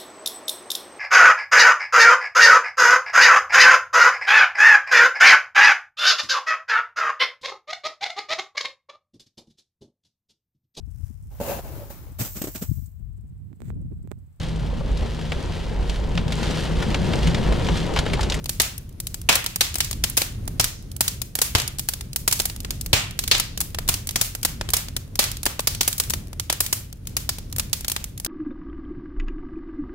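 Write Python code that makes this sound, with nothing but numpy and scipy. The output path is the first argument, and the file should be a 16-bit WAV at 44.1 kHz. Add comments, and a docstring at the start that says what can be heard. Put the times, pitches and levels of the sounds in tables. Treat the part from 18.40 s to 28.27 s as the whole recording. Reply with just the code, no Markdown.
"""Bonfire at night

A large wood fire, some metres from a stereo camera microphone. Hot air roars low and small embers tick.
Sap pockets burst as short cracks, some with ringing splinters, the biggest with a thump of air.
Trees and walls return each crack as a swelling, fading echo; the loudest overload the input."""
import sys
import numpy as np
from scipy import signal
from scipy.fft import rfft, irfft, next_fast_len
from scipy.io import wavfile
from scipy.ndimage import uniform_filter1d

SR = 44100
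rng = np.random.default_rng(int(sys.argv[2]) if len(sys.argv) > 2 else 0)


def unload_audio(sound):
    """Save the sound as a 16-bit wav file, at the path given as the first command line argument."""
    columns = np.transpose(np.atleast_2d(sound))
    # keep every value between -1 and 1, then stretch to whole-number steps
    steps = np.round(np.clip(columns, -1, 1) * 32767)
    wavfile.write(sys.argv[1], SR, steps.astype(np.int16))


N = 435266

# spectrum of the flames: f/Hz, relative density/dB
ROAR_SPECTRUM = [(15, -42), (25, -3), (105, -3.5), (185, -13.5), (545, -31), (863, -40.5), (1020, -42),
                 (6210, -49), (6740, -49), (7510, -55), (9570, -46.5), (16000, -55)]
# slow surges of the flames: t/s, level/dB
ROAR_SURGES = [(0.0, -36.5), (1.7, -34), (3.08, -36), (3.16, -31), (3.3, -36), (4.64, -32.5), (9.76, -36),
               (9.87, -36)]
# stereo image of the flames: f/Hz, left-right likeness (0-1)
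ROAR_LIKENESS = [(30, .99), (100, .98), (180, .9), (350, .5), (800, .1)]
# air pushed by big bursts: t/s, level/dB
AIR_THUMPS = [(0.202, -17), (2.198, -10.5), (3.152, -5.5), (4.536, -7.5), (5.491, -17), (6.789, -23)]
# splinters that ring as they fly off: t/s, level/dB, f/Hz
SPLINTER_RINGS = [(0.199, -21, 5500), (0.8887, -5, 2600), (1.208, -15, 3850), (1.406, -25, 5160),
                  (2.1983, -13, 5560), (3.1518, -22, 2980), (3.487, -29, 4530), (4.5321, -9.5, 2650),
                  (4.9125, -7.5, 4250), (5.4865, -25, 6500), (5.7593, -19, 6200), (6.79, -14, 4370),
                  (7.2732, -17, 4800), (7.4075, -22, 5360), (8.0966, -23, 3300), (8.895, -24.5, 5000),
                  (9.564, -35, 3220)]
# bursting sap pockets: t/s, level/dB, body at 750 Hz/dB, snap at 11 kHz/dB, left minus right/dB
SAP_BURSTS = [(0.042, -31, -5, 3, 3), (0.058, -24, -7, -5, 1), (0.093, -15.5, -7, 2, -3),
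              (0.199, -7, -5, -7.5, 1), (0.216, -13, -19, 4, 3), (0.379, -26, -6, 11, 5),
              (0.601, -21.5, -10.5, 4.5, 2), (0.669, -21, -13, 3, 1), (0.743, -22, -7, 2.5, 4),
              (0.815, -31, -4, 6, 1), (0.89, -2.5, -0.5, -10.5, 3), (0.927, -16, -7, -11, 2),
              (0.954, -9.5, -4, 1, 2), (1.042, -24, 1, 2, 2), (1.062, -16, -6.5, -5, 1),
              (1.159, -16.5, -1, 5, -1), (1.208, -5, -8.5, -7, 2), (1.342, -22.5, -16, -4, 1),
              (1.355, -18, -1, 1, 5), (1.383, -21, -2, 9, 4), (1.404, -11, -11, -7, 0),
              (1.446, -23.5, -27, 0, -7), (1.511, -20.5, -6, 1, 6), (1.529, -24, -10, -4, -5),
              (1.638, -10, -9, -5, 3.5), (1.698, -22, -8, 13, -5), (1.769, -14, 1, 9, -3),
              (1.774, -6.5, -5, 0, 3), (1.817, -14.5, -2, -4, 1), (2.077, -23.5, 3.5, 4, -2),
              (2.197, -8, -1, -6, 1), (2.21, -17, -3, 8, 7), (2.242, -12.5, -9, 1, -1),
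              (2.516, -33, -14, 1, -1), (2.564, -27, -2, 8, -7), (2.607, -7.5, -2.5, 3.5, 1),
              (2.679, -13, -13, -2.5, 1.5), (2.817, -19, -10, 2.5, 7.5), (2.953, -15, -0.5, 5, -2),
              (2.988, -18.5, 0, 0, 0), (3.016, -6.5, -6, 2.5, 1), (3.15, -6.5, -2.5, -12, -1),
              (3.183, -20.5, -6, -3, -1), (3.199, -18.5, -17, -10, 4), (3.218, -23, -5, 1, 4),
              (3.277, -20, -11, -1, -1), (3.385, -23.5, -11, 3, 5), (3.394, -18, -10, 2.5, 2),
              (3.487, -12.5, -0.5, 7, 0), (3.536, -21, -6, -1, -1), (3.609, -26, -1.5, -1, 1),
              (3.731, -28, -15, -1, 0), (3.76, -14, -9, 5.5, 1), (3.877, -8, -5, 2, 1),
              (3.912, -19, -12, -3, -5), (3.925, -9, -8, 3, 0), (3.992, -22, -10, -1, -2),
              (3.999, -12, -4.5, -2, -1), (4.018, -25, -3, 7, -4), (4.054, -14, -4.5, 4.5, -2),
              (4.098, -25, -4, -7, -4), (4.162, -30, -3, 1, -2), (4.203, -27, -8, 1, -1),
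              (4.247, -24, 2, -7.5, 1), (4.306, -18.5, -8.5, -3, -2), (4.411, -22, -20, 4, 5),
              (4.461, -22.5, -6, 2.5, 0), (4.53, -3.5, -4, -12, 0), (4.709, -30, -5, 0, -1),
              (4.79, -14.5, -13, -2, -2), (4.838, -22, -7, -5, -1), (4.877, -17.5, -10, -3.5, -3),
              (4.913, -4, -10.5, -18, 0), (4.949, -14.5, -14, -18, 0), (4.98, -21, -1, 1, 4),
              (4.998, -11.5, -6, -2.5, 0), (5.175, -21, -6, -1, -1), (5.204, -15, -6.5, 7.5, 0),
              (5.212, -17, -3, 4, 3), (5.346, -23, 2.5, -6.5, 0.5), (5.386, -19, 6, 0, 1),
              (5.478, -22, -7, 1, 3), (5.488, -7, -4, 0.5, 0), (5.54, -17, -13, -3, 0),
              (5.671, -21, -11, 8, -2), (5.69, -20, -10, -6.5, -2), (5.709, -24.5, -10, 4, -3),
              (5.758, -11.5, -4, -3.5, 1.5), (5.812, -8, -7, 2.5, 2), (5.95, -21, 4, 6.5, -4),
              (6.03, -18.5, -8, -1, 2), (6.049, -9, -3.5, -0.5, 0), (6.211, -20.5, 3, -12, -0.5),
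              (6.289, -24, 0, -7, 5), (6.303, -21.5, -8, 6, -5), (6.335, -7, -4.5, -0.5, -2),
              (6.367, -14.5, -11, 4, 3), (6.484, -29, -6, -7, -1), (6.565, -17, -4, -1, -0.5),
              (6.755, -24, -8, -0.5, 1), (6.791, -5.5, -5, -4.5, -3), (6.84, -17.5, -10, -2, -2),
              (6.915, -23, -10, 3, -3), (6.969, -27.5, -7, 3, 0), (7.031, -21.5, -3, 4, -3.5),
              (7.055, -15, -9, 4, -1), (7.063, -12, 3.5, -2.5, 1), (7.193, -17, 0.5, -6, 2.5),
              (7.203, -22, -10, 7, -3), (7.272, -8.5, -3.5, 2, -2), (7.348, -23.5, -8, -3, -2),
              (7.409, -9, -6, -3, -2), (7.431, -20.5, -9, -3, 3), (7.477, -8, -3, 5.5, -2),
              (7.528, -19.5, -10, 2, -1), (7.58, -19.5, -12, 6, 4), (7.599, -10, -4.5, 2, -0.5),
              (7.637, -27, -16, 2, -1), (7.698, -20, -11, 2, 6), (7.704, -16, -6, 5, 2),
              (7.736, -17, -0.5, -1, 4), (7.93, -30.5, 9, 2, 3), (7.997, -17.5, -7.5, -1, -3),
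              (8.099, -13, -1.5, -4.5, 0), (8.126, -15.5, -2.5, 2, 1), (8.204, -8.5, -3, 6, -1),
              (8.263, -20, -13, 0, 1), (8.327, -9.5, -4.5, 4, 0), (8.527, -32, -2, 1, 2),
              (8.671, -24.5, -9, -1, 1), (8.767, -13.5, -5.5, 1, 0), (8.891, -13.5, -5.5, -1, -1.5),
              (8.984, -27, 3, 4, -1), (9.126, -26.5, -8, -1, -2), (9.162, -23, 2, 7, -1),
              (9.183, -18, 2, 8, 6), (9.196, -15, -5.5, -2.5, -2), (9.33, -12.5, -10.5, -1.5, -6),
              (9.408, -27.5, -8, 2, 1), (9.446, -22.5, 0, -2.5, 0), (9.481, -16.5, -6, 3, -1),
              (9.498, -19.5, -4, 3, 2), (9.517, -16.5, -4, 4.5, -1), (9.563, -18.5, 0, -4.5, 0),
              (9.641, -22.5, -2.5, 3.5, 0), (9.777, -28, -14, 4, 1), (9.799, -25, 0, 6, 1),
              (9.847, -18.5, -11, 5, 6), (9.862, -23, 1, -3, -2)]
# corners of a crack's spectrum: f/Hz
CRACK_CORNERS = (250, 750, 1600, 4000, 11000, 16500)
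# stereo image of a crack: f/Hz, left-right likeness (0-1)
CRACK_LIKENESS = [(300, 0.54), (700, 0.83), (1500, 0)]
# echo decay around the fire: f/Hz, t60/s
ECHO_DECAY = [(400, 0.27), (1000, 0.4), (2500, 0.39), (6000, 0.31), (13000, 0.27)]

OCTAVE_EDGES_HZ = 250 * 2. ** np.arange(6)  # lower edges of the echo's bands
OCTAVE_CENTRES_HZ = np.sqrt(2) * OCTAVE_EDGES_HZ
FLICKER_DB, FLICKER_HZ = 3.5, 8.2
EMBERS_PER_S, EMBER_FLOOR_DB, EMBER_SPREAD_DB = 16, -53.5, 5
THUMP_HZ, THUMP_T60_S = 90.5, 0.038
RING_WIDTH, RING_T60_S = 0.082, 0.045  # widths are shares of the pitch
TAIL_WIDTH, TAIL_T60_S, TAIL_DB = 0.35, 0.5, -15
NEAR_DB, FAR_DELAY_S, FAR_RISE_S = -4, 0.026, 0.013
ECHO_DB, ECHO_PER_DB, ECHO_SPREAD_DB = -8, 0.4, 1.5
CRACK_RISE_S, CRACK_T60_S, LONGER_PER_DB = 0.00078, 0.04, 0.0268  # t60 of a 0 dB burst
CRACK_SHAPE = 1.302  # above 1 the splintering holds a moment, then stops short
SPIKE_GAIN, SPIKE_S = 0.67, 0.002
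CLIP_LEVEL, CLIP_HARDNESS, TOP_HZ = 0.46, 12, 15700


def undb(db):
    return 10 ** (np.asarray(db) / 20)


def on_log(hz, points, values):
    """Straight lines between points on a log-frequency axis."""
    return np.interp(np.log(np.maximum(hz, 1)), np.log(points), values)


def stereo_spectra(size, likeness):
    """Spectra of left and right white noise, correlated by 'likeness'."""
    mid, side = (rfft(rng.standard_normal(size)) for _ in range(2))
    mid, side = mid * np.sqrt((1 + likeness) / 2), side * np.sqrt((1 - likeness) / 2)
    return np.array([mid + side, mid - side])


def wander(rate_hz):
    """Random levels, each held for 1 / rate_hz seconds, smoothed twice."""
    hold = int(SR / rate_hz)
    steps = np.repeat(rng.standard_normal(N // hold + 1), hold)
    return 0.71 * uniform_filter1d(uniform_filter1d(steps, hold), hold)[:N]


def unit_rms(x):
    return x / np.sqrt(np.mean(x ** 2))


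def add(track, start_s, sound):
    """Mixes a stereo sound into the track."""
    i = int(start_s * SR)
    track[:, i:i + sound.shape[1]] += sound[:, :max(N - i, 0)]


def flames():
    """Turbulent hot air: a low roar that surges and flickers, its bass alike in both channels."""
    size = next_fast_len(N)
    hz = np.arange(size // 2 + 1) * SR / size
    spectra = stereo_spectra(size, on_log(hz, *np.transpose(ROAR_LIKENESS)))
    spectra *= undb(on_log(hz, *np.transpose(ROAR_SPECTRUM)))
    roar = unit_rms(irfft(spectra, size)[:, :N])
    surge_db = np.interp(np.arange(N) / SR, *np.transpose(ROAR_SURGES))
    return roar * undb(surge_db + FLICKER_DB * wander(FLICKER_HZ))


def embers():
    """Embers tick at random moments: tiny cracks, many faint, few strong."""
    out, start_s = np.zeros((2, N)), 0
    while start_s < N / SR:
        start_s += rng.exponential() / EMBERS_PER_S
        db = EMBER_FLOOR_DB + min(EMBER_SPREAD_DB * rng.exponential(), 12.0)
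        body, snap, pan = rng.standard_normal(3)
        add(out, start_s, crack(db, body_db=3.6 * body - 8.0, snap_db=6.9 * snap, pan_db=3.3 * pan))
    return out


def thumps():
    """A big burst pushes the air once: a low, damped swing, dead centre at the microphone."""
    out, t = np.zeros((2, N)), np.arange(8192) / SR
    swing = -np.sin(2 * np.pi * THUMP_HZ * t) * undb(-60 * t / THUMP_T60_S)
    for start_s, db in AIR_THUMPS:
        add(out, start_s, np.array([swing, swing]) * undb(db))
    return out


def splinters(size=16384):
    """Flying splinters ring roughly around one pitch, which lingers, blurred, in an echo tail."""
    out, t, hz = np.zeros((2, N)), np.arange(size) / SR, np.arange(size // 2 + 1) * SR / size
    rise = np.minimum(t / CRACK_RISE_S, 1)
    for start_s, db, pitch_hz in SPLINTER_RINGS:
        for width, t60, offset_db in ((RING_WIDTH, RING_T60_S, 0), (TAIL_WIDTH, TAIL_T60_S, TAIL_DB)):
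            detuning = (hz - pitch_hz) / (width * pitch_hz)
            ring = unit_rms(irfft(stereo_spectra(size, likeness=0) / (1 + detuning ** 2)))
            add(out, start_s, ring * rise * undb(db + offset_db - 60 * t / t60))
    return out


def surroundings(size=24576):
    """Reflections and their fades by octave: ground and bushes answer at once, trees and walls later."""
    t = np.arange(size) / SR
    far_arrival = np.clip((t - FAR_DELAY_S) / FAR_RISE_S, 0, 1)
    swell = undb(NEAR_DB) + (1 - undb(NEAR_DB)) * far_arrival
    bands = [signal.butter(2, (hz, 2 * hz), "band", fs=SR, output="sos") for hz in OCTAVE_EDGES_HZ]
    reflections = np.array([signal.sosfilt(band, rng.standard_normal((2, N))) for band in bands])
    t60 = on_log(OCTAVE_CENTRES_HZ, *np.transpose(ECHO_DECAY))
    return reflections, swell * undb(-60 * t / t60[:, None])


def echo(reflections, fades, db, body_db, snap_db):
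    """Each crack comes from another place in the pile, so it meets its own set of reflections."""
    size = fades.shape[1]
    i = rng.integers(N - size)
    gains = crack_colour(OCTAVE_CENTRES_HZ, body_db, snap_db)
    gains /= np.sqrt(np.average(gains ** 2, weights=OCTAVE_EDGES_HZ))  # weighted by bandwidth
    tail = np.einsum("b,bcn,bn->cn", gains, reflections[:, :, i:i + size], fades)  # sum of the bands
    carry_db = ECHO_DB + ECHO_PER_DB * db  # bigger bursts carry further
    return tail * undb(db + carry_db + ECHO_SPREAD_DB * rng.standard_normal())


def crack_colour(hz, body_db, snap_db):
    """Spectral gain of one burst: unity at 4 kHz, its own body below and snap above."""
    corner_db = (body_db - 1, body_db, 0.65 * body_db - 2, 0, snap_db, snap_db - 5)
    return undb(on_log(hz, CRACK_CORNERS, corner_db))


def crack(db, body_db, snap_db, pan_db, size=2048):
    """Splintering fibres: coloured noise that dies within hundredths of a second, later if louder."""
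    t, hz = np.arange(size) / SR, np.arange(size // 2 + 1) * SR / size
    spectra = stereo_spectra(size, on_log(hz, *np.transpose(CRACK_LIKENESS)))
    noise = unit_rms(irfft(spectra * crack_colour(hz, body_db, snap_db)))
    t60 = CRACK_T60_S * np.exp(LONGER_PER_DB * db)
    splintering = undb(-60 * (t / t60) ** CRACK_SHAPE)
    first_break = SPIKE_GAIN * np.exp(-t / SPIKE_S)
    envelope = np.minimum(t / CRACK_RISE_S, 1) * (splintering + first_break)
    return noise * envelope * undb(db + np.array([[pan_db], [-pan_db]]) / 2)


def bursting_wood():
    """Sap pockets burst some metres away: the direct crack and its echo."""
    out, (reflections, fades) = np.zeros((2, N)), surroundings()
    for start_s, db, body_db, snap_db, pan_db in SAP_BURSTS:
        add(out, start_s, crack(db, body_db, snap_db, pan_db))
        add(out, start_s, echo(reflections, fades, db, body_db, snap_db))
    return out


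def scene():
    """The fire as it reaches the microphone."""
    return bursting_wood() + splinters() + embers() + thumps() + flames()


def record(dry):
    """The camera's input flattens the loudest peaks, then the top treble is cut."""
    clipped = dry / (1 + np.abs(dry / CLIP_LEVEL) ** CLIP_HARDNESS) ** (1 / CLIP_HARDNESS)
    return signal.sosfilt(signal.ellip(8, .5, 70, TOP_HZ, fs=SR, output="sos"), clipped)


dry = scene()
out = record(dry)
unload_audio(out)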